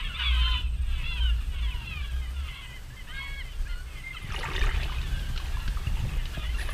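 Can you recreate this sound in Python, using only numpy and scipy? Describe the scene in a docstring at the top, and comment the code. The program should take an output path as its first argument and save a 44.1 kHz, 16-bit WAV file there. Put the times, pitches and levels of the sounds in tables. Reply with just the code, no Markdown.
"""Calm water off a gull colony, heard from a kayak on the microphone of a small cased camera.
Near gulls give short, hoarse, mostly falling cries, a run of yaps and two long mews over the
echoing clamour of the far flock. Wind booms in the case over a low hum, and insects throb ashore.
Late on, a paddle stroke close by stirs ringing bubbles, drips, and thuds on the hull."""
import sys
import numpy as np
from scipy import signal
from scipy.io import wavfile
from scipy.ndimage import uniform_filter1d

SR = 44100
rng = np.random.default_rng(int(sys.argv[2]) if len(sys.argv) > 2 else 0)


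def bounce(signal):
    """Save signal as a 16-bit WAV file at the path given by the first command-line argument."""
    frames = np.transpose(np.atleast_2d(signal))
    limited = np.clip(frames, -1, 1)
    pcm = np.round(limited * 32767).astype(np.int16)
    wavfile.write(sys.argv[1], SR, pcm)


N = 296793
T = np.arange(N) / SR

# Distant hiss of water and breeze. Each row: time in seconds, level in dB.
HISS_LEVELS = [(0, -59), (0.58, -58), (0.66, -66.5), (1, -60), (4.2, -59), (5.1, -55.5), (6.73, -55.5)]
# Colour of that hiss. Each row: frequency in Hz, relative density in dB.
HISS_COLOUR = [(200, 7.5), (400, 4.5), (800, 3), (1600, 3.5), (3200, -2.5), (5000, -1.5), (7000, -7.5),
               (10000, -9.5), (14500, -10)]
# Insects ashore. Each row: centre in Hz, width in Hz, level in dB, bursts per second.
INSECT_BANDS = [(8420, 220, -68, 27), (7710, 220, -73, 7)]
# The low hum. Each row: time in seconds, pitch in Hz, level in dB.
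HUM_PATH = [(0.0, 65, -46), (0.31, 59.2, -29), (0.45, 57.9, -38), (1.63, 59.56, -30.5), (1.78, 58.1, -41),
            (2.99, 66.7, -42.5), (3.23, 56.2, -43.5), (3.4, 61, -42), (4.06, 60.85, -43.5), (4.3, 56, -34)]
# Wind on the case. Each row: time in seconds, buffet level in dB, boom level in dB.
GUSTS = [(0, -29.5, -45.5), (0.2, -45, -45), (0.62, -33, -29), (0.9, -32, -36.5), (1.35, -34.5, -37),
         (1.95, -35.5, -32.5), (2.3, -44.5, -45.5), (2.8, -41.5, -48), (3.5, -39, -51),
         (3.62, -31.5, -41.5), (4.1, -44.5, -49.5), (4.3, -31.5, -39), (4.5, -36, -35.5), (4.66, -21, -33),
         (4.8, -31.5, -32.5), (5.55, -30.5, -34.5), (5.68, -30.5, -31), (5.8, -30.5, -38),
         (6.05, -28.5, -31), (6.3, -34.5, -37), (6.5, -30.5, -33), (6.73, -28, -35)]
# Flutter of the wind. Each row: time in seconds, level in dB.
FLUTTER_LEVELS = [(0, -45.5), (0.3, -47.5), (1.1, -48), (2.2, -50.5), (4.1, -51.5), (4.3, -45), (5.2, -42),
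                  (5.8, -50), (6.05, -35.5), (6.3, -49), (6.73, -51.5)]
# Water and paddle knocking the hull. Each row: start in seconds, level in dB, pitch in Hz.
HULL_THUDS = [(4.243, -25, 114), (4.292, -24, 86), (4.617, -13, 35.2), (5.211, -36, 120),
              (5.298, -25.5, 112), (5.682, -13.5, 45), (5.869, -19.5, 93), (5.939, -19, 50),
              (6.002, -24, 96), (6.073, -24, 112), (6.151, -25, 61), (6.375, -24.5, 120)]
# Water stirred beside the kayak. Each row: time in seconds, level in dB.
STROKE_LEVELS = [(4.15, -61), (4.25, -60.5), (4.33, -44), (4.49, -41.5), (4.63, -40), (4.88, -47.5),
                 (5, -53), (5.25, -73), (5.38, -51), (5.6, -57.5), (5.7, -61.5), (6.08, -49), (6.2, -56),
                 (6.5, -66), (6.6, -46.5), (6.73, -60)]
# Hollow colour that hull and case give the splash. Each row: centre in Hz, width in Hz, gain in dB.
HULL_RESONANCES = [(362, 300, -6), (920, 500, -4), (1265, 66, 4), (1820, 490, 4.5), (2540, 360, 3),
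                   (3590, 180, -2.5), (5960, 4600, -38)]
# Close drips and slaps. Each row: start in seconds, bubble level in dB, pitch in Hz, spray gain in dB.
DROPS = [(4.303, -30, 1730, -50), (4.321, -29, 1230, -43), (4.498, -31, 1047, -40),
         (4.361, -19.5, 2850, -32), (4.389, -37, 1550, -23), (4.432, -26, 1770, -38),
         (4.475, -28, 1230, -50), (4.561, -21, 3550, -30.5), (4.562, -22, 2850, -34),
         (4.614, -17.5, 1770, -26), (4.624, -20, 2370, -33), (4.667, -27.5, 1310, -46),
         (4.831, -25.5, 2650, -22), (4.896, -27.5, 1190, -42), (4.921, -26.5, 996, -29),
         (4.984, -26, 2500, -40), (5.014, -35, 2780, -26), (5.192, -32, 2770, -29), (5.36, -33, 1350, -26),
         (5.375, -31, 2860, -20.5), (5.399, -31, 1090, -37), (5.569, -27.5, 1010, -33),
         (5.677, -26, 1570, -21), (5.771, -26.5, 1204, -50), (5.869, -25, 2750, -51),
         (6.052, -35, 516, -50), (6.166, -34, 473, -50), (6.254, -38, 2940, -24), (6.347, -32, 1660, -33),
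         (6.372, -28.5, 630, -37), (6.376, -29, 310, -50), (6.584, -28, 1770, -32), (6.594, -24, 1700, -30),
         (6.612, -25, 1860, -24), (6.626, -30, 1640, -28), (6.688, -24.5, 1690, -30),
         (6.691, -25, 1150, -45), (6.689, -29, 593, -50), (5.6, -32, 1010, -31)]
# Fine spray. Each row: start in seconds, length in seconds, level in dB.
SIZZLES = [(4.223, 0.023, -60), (4.333, 0.086, -58.5), (6.578, 0.069, -53), (6.664, 0.11, -59)]
# The far flock. Each row: time in seconds, level in dB.
FLOCK_LEVELS = [(0, -37), (0.12, -46), (0.22, -33.5), (0.45, -36), (0.6, -38), (0.66, -59), (1, -45),
                (1.15, -46.5), (1.5, -53.5), (1.57, -43), (1.85, -49.5), (2.05, -46.5), (2.32, -57.5),
                (2.55, -43), (2.8, -59.5), (3.05, -60.5), (3.15, -48), (3.35, -53.5), (3.58, -57),
                (3.78, -61), (3.9, -57.5), (4.3, -49), (4.7, -44), (5.1, -46.5), (5.7, -52.5), (6, -53.5),
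                (6.45, -45), (6.73, -47.5)]
# Ringing colour of the far gulls, from their throats and the camera's case.
# Each row: centre in Hz, width in Hz, gain in dB.
FLOCK_RESONANCES = [(1170, 500, -4.5), (1800, 210, 5.5), (2210, 410, 3), (2770, 630, 10.5), (3393, 300, 5)]
# Two long mews, a list each. Each row: time in seconds, pitch in Hz, level and half-pitch level in dB.
MEW_PATHS = [
    [(0.348, 1040, -40, -60), (0.375, 1012, -39, -58), (0.46, 1039, -32, -52), (0.56, 1002, -35, -51),
     (0.595, 990, -41.5, -50), (0.618, 960, -41, -59)],
    [(3.07, 848, -52, -70), (3.098, 945, -51, -66), (3.14, 1071, -52, -46.5), (3.19, 1087, -42, -43),
     (3.228, 1094, -40.5, -69), (3.258, 1107, -42.5, -54), (3.35, 1108, -48.5, -55),
     (3.385, 1100, -43.5, -53), (3.41, 1045, -42, -59), (3.43, 920, -49, -73)],
]
# Colour of the mews. Each row: one mew's gains in dB at 1, 1.5, 2 .. 4 times its pitch.
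MEW_COLOURS = [(-10.5, -16, -17.5, 3, 1, 9, -13.5), (-15, 3, 1.5, -22, -5, -6.5, -9.5)]
# One bird yapping in runs of about four a second. Each row: start in seconds, level in dB.
YAP_TIMES = [(2.21, -54), (2.478, -50), (2.72, -54), (2.96, -54), (3.44, -54), (3.685, -52.5), (3.953, -55),
             (4.204, -53), (4.7, -49), (4.915, -55), (5.94, -63), (6.172, -54.5), (6.32, -63), (6.435, -54),
             (6.68, -52)]
# Gulls close by. Each row: start and length in seconds, pitch at start, middle and end in Hz,
# levels of the first three partials in dB, level of the half-pitch lines in dB.
NEAR_CRIES = [(0.03, 0.052, 1133, 1100, 1030, -57, -48, -38, -76),
              (0.034, 0.053, 880, 890, 850, -74, -51, -48, -80),
              (0.077, 0.14, 1572, 1330, 1270, -52.5, -46, -80, -84),
              (0.218, 0.035, 1390, 1280, 1130, -80, -42, -80, -80),
              (0.553, 0.041, 1437, 1330, 1180, -80, -46, -80, -80),
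              (0.142, 0.029, 1138, 1175, 1190, -54, -41, -36, -61),
              (0.184, 0.054, 1509, 1480, 1394, -40.5, -30.5, -47, -40.5),
              (0.226, 0.082, 1167, 1146, 1056, -46.5, -35.5, -26, -62),
              (0.304, 0.079, 1072, 1043, 1130, -49, -80, -39, -80),
              (0.445, 0.11, 1478, 1445, 1420, -44.5, -80, -80, -80),
              (0.615, 0.076, 1407, 1327, 1240, -66, -50.5, -59, -80),
              (0.906, 0.14, 1118, 1147, 995, -60, -58, -53.5, -51),
              (0.975, 0.12, 856, 873, 906, -80, -64, -47, -56),
              (1.037, 0.17, 1316, 1375, 1187, -60, -40.5, -52, -42),
              (1.08, 0.16, 1020, 980, 964, -54.5, -80, -75, -80),
              (1.194, 0.126, 1590, 1502, 1373, -45, -35, -80, -49),
              (1.619, 0.063, 1200, 1114, 1010, -55, -50, -41.5, -67),
              (1.692, 0.16, 1053, 959, 911, -55.5, -63, -50, -80),
              (1.699, 0.04, 1416, 1275, 1200, -80, -49, -80, -80),
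              (1.845, 0.1, 1388, 1350, 1300, -61, -42, -50, -48.5),
              (1.895, 0.13, 1310, 1225, 1144, -50, -42, -54, -48),
              (2, 0.23, 1692, 1650, 1594, -57.5, -59.5, -80, -81),
              (2.262, 0.06, 1206, 1190, 1240, -59, -61, -69, -54),
              (2.34, 0.17, 1450, 1308, 1183, -54.5, -56.5, -80, -54.5),
              (2.44, 0.07, 1388, 1387, 1327, -59, -50.5, -69, -55),
              (2.533, 0.22, 1074, 1024, 963, -64, -52.5, -54.5, -57),
              (2.896, 0.062, 1668, 1726, 1860, -54.5, -83, -83, -82),
              (3.084, 0.047, 1213, 1240, 1280, -53, -67, -80, -45.5),
              (3.192, 0.11, 1007, 988, 924, -53, -52, -56, -80),
              (3.474, 0.069, 1556, 1527, 1475, -77, -54, -80, -82),
              (3.652, 0.041, 796, 835, 1020, -78, -49, -56, -80),
              (3.672, 0.16, 1420, 1430, 1500, -49, -57.5, -53.5, -77),
              (3.858, 0.13, 1390, 1274, 1170, -60, -57, -80, -60),
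              (3.861, 0.19, 1072, 1080, 1050, -86, -58.5, -80, -88),
              (4.033, 0.096, 1043, 1050, 1040, -84, -37.5, -76, -80),
              (4.132, 0.042, 1520, 1330, 1183, -48.5, -48, -54, -80),
              (4.164, 0.024, 1054, 1014, 935, -73, -48, -44.5, -53),
              (5.085, 0.12, 1570, 1562, 1606, -47.5, -80, -82, -80),
              (5.242, 0.17, 1600, 1580, 1570, -55.5, -84, -80, -80),
              (5.522, 0.12, 1680, 1706, 1700, -56, -80, -80, -80),
              (6.327, 0.15, 1380, 1298, 1265, -56.5, -76, -82, -80),
              (5.581, 0.09, 1415, 1367, 1280, -54, -52.5, -53, -80),
              (6.24, 0.052, 897, 890, 950, -76, -59, -65, -80),
              (6.38, 0.11, 1385, 1360, 1360, -63, -59, -80, -50),
              (6.422, 0.11, 924, 994, 1060, -66, -49, -49, -80)]


def undb(db):
    """Decibels to amplitude."""
    return np.exp(np.asarray(db) * np.log(10) / 20)


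def unit(x):
    """Scale to an RMS of 1."""
    return x / np.sqrt(np.mean(x ** 2))


def curves(table):
    """Columns of a table joined by straight lines in time."""
    times, *columns = np.transpose(table)
    return [np.interp(T, times, column) for column in columns]


def band(x, hz, width_hz):
    """One resonance, gain 1 at the centre."""
    return signal.lfilter(*signal.iirpeak(hz, hz / width_hz, SR), x)


def noise(hz, width_hz):
    """Noise through the same resonance twice."""
    return unit(band(band(rng.standard_normal(N), hz, width_hz), hz, width_hz))


def walk(rate):
    """Random levels held 1 / rate seconds and smoothed twice; spread 1."""
    hold = int(SR / rate)
    steps = np.repeat(rng.standard_normal(N // hold + 1), hold)
    smooth = uniform_filter1d(uniform_filter1d(steps, hold), hold)[:N]
    return unit(smooth - smooth.mean())


def add(out, start_s, x):
    """Mix a short sound in at its time."""
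    i = max(int(start_s * SR), 0)
    out[i:i + len(x)] += x[:N - i]


def dull(x, top_hz):
    """Distance and the camera's case take off the treble."""
    return signal.sosfilt(signal.butter(4, top_hz, fs=SR, output="sos"), x)


def echoes(x, t60_s, delay_s):
    """Scattered returns from rocks and water: a decaying noise tail of unit energy."""
    t = np.arange(int(t60_s * SR)) / SR
    tail = rng.standard_normal(len(t)) * 1000. ** (-t / t60_s) * (t > delay_s)
    return signal.fftconvolve(x, tail / np.sqrt(np.sum(tail ** 2)))[:N]


def distant_hiss():
    """Water and breeze far off; each half-octave band flickers a little."""
    hz, db = np.transpose(HISS_COLOUR)
    out = 0
    for centre_hz in 200 * 2 ** np.arange(0, 6.3, .5):
        band_db = np.interp(np.log(centre_hz), np.log(hz), db) + 10 * np.log10(centre_hz / 6000)
        out += undb(band_db + 0.62 * walk(12)) * noise(centre_hz, centre_hz / 2)
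    return out * undb(curves(HISS_LEVELS)[0] + 1.2 * walk(70))


def insects():
    """From the shore, two narrow rasps, pulsed fast and sung in uneven bursts."""
    out = 0
    for hz, width, db, rate in INSECT_BANDS:
        throb = np.sin(2 * np.pi * rate * np.cumsum(1 + .2 * walk(4)) / SR) + .7 * walk(5)
        bursts = 0.4 + 1 / (1 + np.exp(-3.0 * throb))
        out += undb(db) * unit(noise(hz, width) * bursts * undb(2.0 * walk(150)))
    return out


def hum(fade_s=0.38):
    """A low note that wavers and swells, perhaps a distant motor, gone once the paddle digs in."""
    hz, db = curves(HUM_PATH)
    note = np.sin(2 * np.pi * np.cumsum(hz * (1 + 0.0466 * walk(13))) / SR)
    fade = np.clip((HUM_PATH[-1][0] - T) / fade_s, 0, 1)
    return np.sqrt(2) * note * undb(db + 5.7 * walk(8.05)) * fade


def wind():
    """Gusts buffet the microphone and ring the hollow case near its one low note."""
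    buffet_db, boom_db = curves(GUSTS)
    flutter = noise(123.0, 55.7) * undb(curves(FLUTTER_LEVELS)[0] + 2.04 * walk(22.1))
    return undb(buffet_db) * noise(28.9, 22.0) + undb(boom_db) * noise(57.3, 24.7) + flutter


def ring(hz, cycles, glide, attack_s):
    """A bubble or thud: a sine that rises in pitch and dies by 17 dB over the given cycles."""
    t = np.arange(int(3 * cycles / hz * SR)) / SR
    tone = np.sin(2 * np.pi * hz * t * (1 + glide * t * hz / cycles))
    return tone * np.exp(-2 * t * hz / cycles) * np.minimum(t / attack_s, 1)


def hull_thuds():
    """Each thud on the hull pushes the microphone in and swings for a cycle or two."""
    out = np.zeros(N)
    for start_s, db, hz in HULL_THUDS:
        add(out, start_s, -undb(db) * ring(hz, cycles=2.64, glide=0.035, attack_s=0.0026))
    return out


def paddle_stroke(count=2200):
    """Beside the kayak, clusters of small bubbles over a wash of noise, coloured by hull and case."""
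    bubbles, start_s = np.zeros(N), STROKE_LEVELS[0][0]
    for when, pitch, length, loud in rng.random((count, 4)):
        bubble = ring(280 * 30 ** pitch, cycles=1 + 9.9 * length ** 2, glide=0.079, attack_s=0.00053)
        gain = undb(8.5 * loud ** 2 + 15.7 * pitch)  # small high bubbles are brief, strong ticks
        add(bubbles, start_s + when * (N / SR - start_s), gain * bubble)
    clusters = unit(bubbles * undb(1.7 * walk(28)))
    wash = undb(-1.2) * rng.standard_normal(N) * undb(2.8 * walk(90))
    splash = unit(sum(undb(db) * band(clusters + wash, hz, width) for hz, width, db in HULL_RESONANCES))
    stroke = undb(curves(STROKE_LEVELS)[0]) * np.clip((T - start_s) / 0.096, 0, 1)
    return stroke * (splash + undb(-7.0) * echoes(splash, t60_s=0.065, delay_s=0.003))


def drips():
    """Each close drop is a click of spray and one ringing bubble; fine spray sizzles above."""
    out, t = np.zeros(N), np.arange(SR // 25) / SR
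    for start_s, db, hz, spray_db in DROPS:
        spray = dull(band(rng.standard_normal(len(t)), 3600, 2600), 4500)
        click = spray * np.exp(-t / 0.006) * np.minimum(t / 0.0022, 1)
        add(out, start_s, undb(db) * ring(hz, cycles=hz * 0.0074, glide=0.013, attack_s=0.0023))
        add(out, start_s, undb(spray_db) * click)
    fizz = noise(10360, 1500) * undb(3.7 * walk(210))
    for start_s, length_s, db in SIZZLES:
        out += undb(db) * fizz * np.clip(np.minimum(T - start_s, start_s + length_s - T) / 0.0017, 0, 1)
    return out + undb(-7.0) * echoes(out, t60_s=0.73, delay_s=0.00434)


def cry(own, length_s, path_hz, db, half_db, waver, rasp, fall_db=20):
    """Four flickering partials on an arching pitch; alternate weak cycles add half-pitch lines."""
    longest_swell_s, rough_s = 0.031, 0.18
    size = int(length_s * SR)
    progress = np.linspace(0, 1, size)
    offset = int(own * N / 2)  # own, 0 to 1, picks this bird's stretch of waver and rasp
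    arch_hz = np.polyval(np.polyfit([0, .5, 1], path_hz, 2), progress)
    phase = 2 * np.pi * np.cumsum(arch_hz * (1 + np.resize(waver[offset:], size))) / SR
    # the fourth partial drops furthest below the third where the third stands out
    fourth_db = db[2] - fall_db * np.clip(1.5 + (db[2] - db[1]) / 10, 0, 1)
    voice = 0
    for k, partial_db in enumerate([*db, fourth_db]):
        flicker = np.resize(rasp[offset + k * size:], size)
        voice += undb(partial_db) * flicker * np.sin((k + 1) * phase + k * k)
    for k, drop_db in [(1, 11.5), (2, 0), (3, 14)]:
        voice += undb(half_db - drop_db) * np.sin((k + .5) * phase + k)
    edge = min(0.315, longest_swell_s / length_s)
    swell = np.sin(np.pi / 2 * np.clip(np.minimum(progress, 1 - progress) / edge, 0, 1))
    # long cries ring purer; the voice breaks as it starts
    hoarseness = min(1, (rough_s / length_s) ** 2) + np.exp(-progress * length_s / 0.018)
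    return np.sqrt(2) * voice * swell * np.resize(rasp[offset:], size) ** hoarseness


def far_flock(count=750):
    """Many overlapping distant cries, coloured by throats and the camera's case, half lost in echo."""
    out, waver, rasp = np.zeros(N), 0.0068 * walk(120), undb(2.13 * walk(90))
    for when, own, length, pitch, glide, loud, doubled in rng.random((count, 7)):
        length_s, db = 0.03255 + 0.0939 * length ** 2, 7 * loud
        path_hz = (900 + 750 * pitch) * (1 + (0.0194 + .13 * glide) * np.array([1, .5, 0]))
        add(out, when * N / SR, cry(own, length_s, path_hz, [db] * 3, db - 18 * doubled, waver, rasp))
    out = dull(sum(undb(db) * band(out, hz, width) for hz, width, db in FLOCK_RESONANCES), 3530)
    out += undb(-8.5) * echoes(out, t60_s=1.0, delay_s=0.0073)
    out = np.roll(out, N // 2)  # the clamour is already under way at the start
    steady = out / np.sqrt(uniform_filter1d(out ** 2, SR // 5) + 1e-9)
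    return steady * undb(curves(FLOCK_LEVELS)[0])


def mews(waver, rasp):
    """Each long cry follows its own path of pitch and effort; the half-pitch lines come and go."""
    out = np.zeros(N)
    for path, colour in zip(MEW_PATHS, MEW_COLOURS):
        hz, db, half_db = curves(path)
        half_phase = np.pi * np.cumsum(hz * (1 + waver)) / SR
        gate = np.clip(np.minimum(T - path[0][0], path[-1][0] - T) / 0.0052, 0, 1)
        for k, gain_db in enumerate(colour):
            level = undb(gain_db + (half_db if k % 2 else db)) * np.roll(rasp, k * SR // 10)
            out += np.sqrt(2) * gate * level * np.sin((k + 2) * half_phase + k * k)
    return out


def near_gulls():
    """Birds close by cry, yap and mew, each slightly hoarse in its own way, with a short echo."""
    out, waver, rasp = np.zeros(N), 0.0045 * walk(80), undb(1.8 * walk(170))
    yap_s, yap_hz = 0.0663, (1037, 1034, 956)
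    yaps = [(start_s, yap_s, *yap_hz, db - 21, db + 3, db - 0.5, db - 10) for start_s, db in YAP_TIMES]
    for start_s, length_s, start_hz, mid_hz, end_hz, *db, half_db in NEAR_CRIES + yaps:
        path_hz = (start_hz, mid_hz, end_hz)
        add(out, start_s, cry(rng.random(), length_s, path_hz, db, half_db, waver, rasp, fall_db=17))
    out += mews(waver, rasp)
    return dull(out + undb(-14.0) * echoes(out, t60_s=0.54, delay_s=0.01), 3780)


def scene():
    """Everything reaches one microphone on the kayak."""
    gulls = near_gulls() + far_flock()
    background = wind() + hum() + distant_hiss() + insects()
    paddling = paddle_stroke() + drips() + hull_thuds()
    return (gulls + background + paddling)[None, :]


def record(dry):
    """The camera cuts the top steeply above 15.3 kHz."""
    return signal.sosfilt(signal.ellip(10, .2, 75, 15300, fs=SR, output="sos"), dry)


dry = scene()
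out = record(dry)
bounce(out)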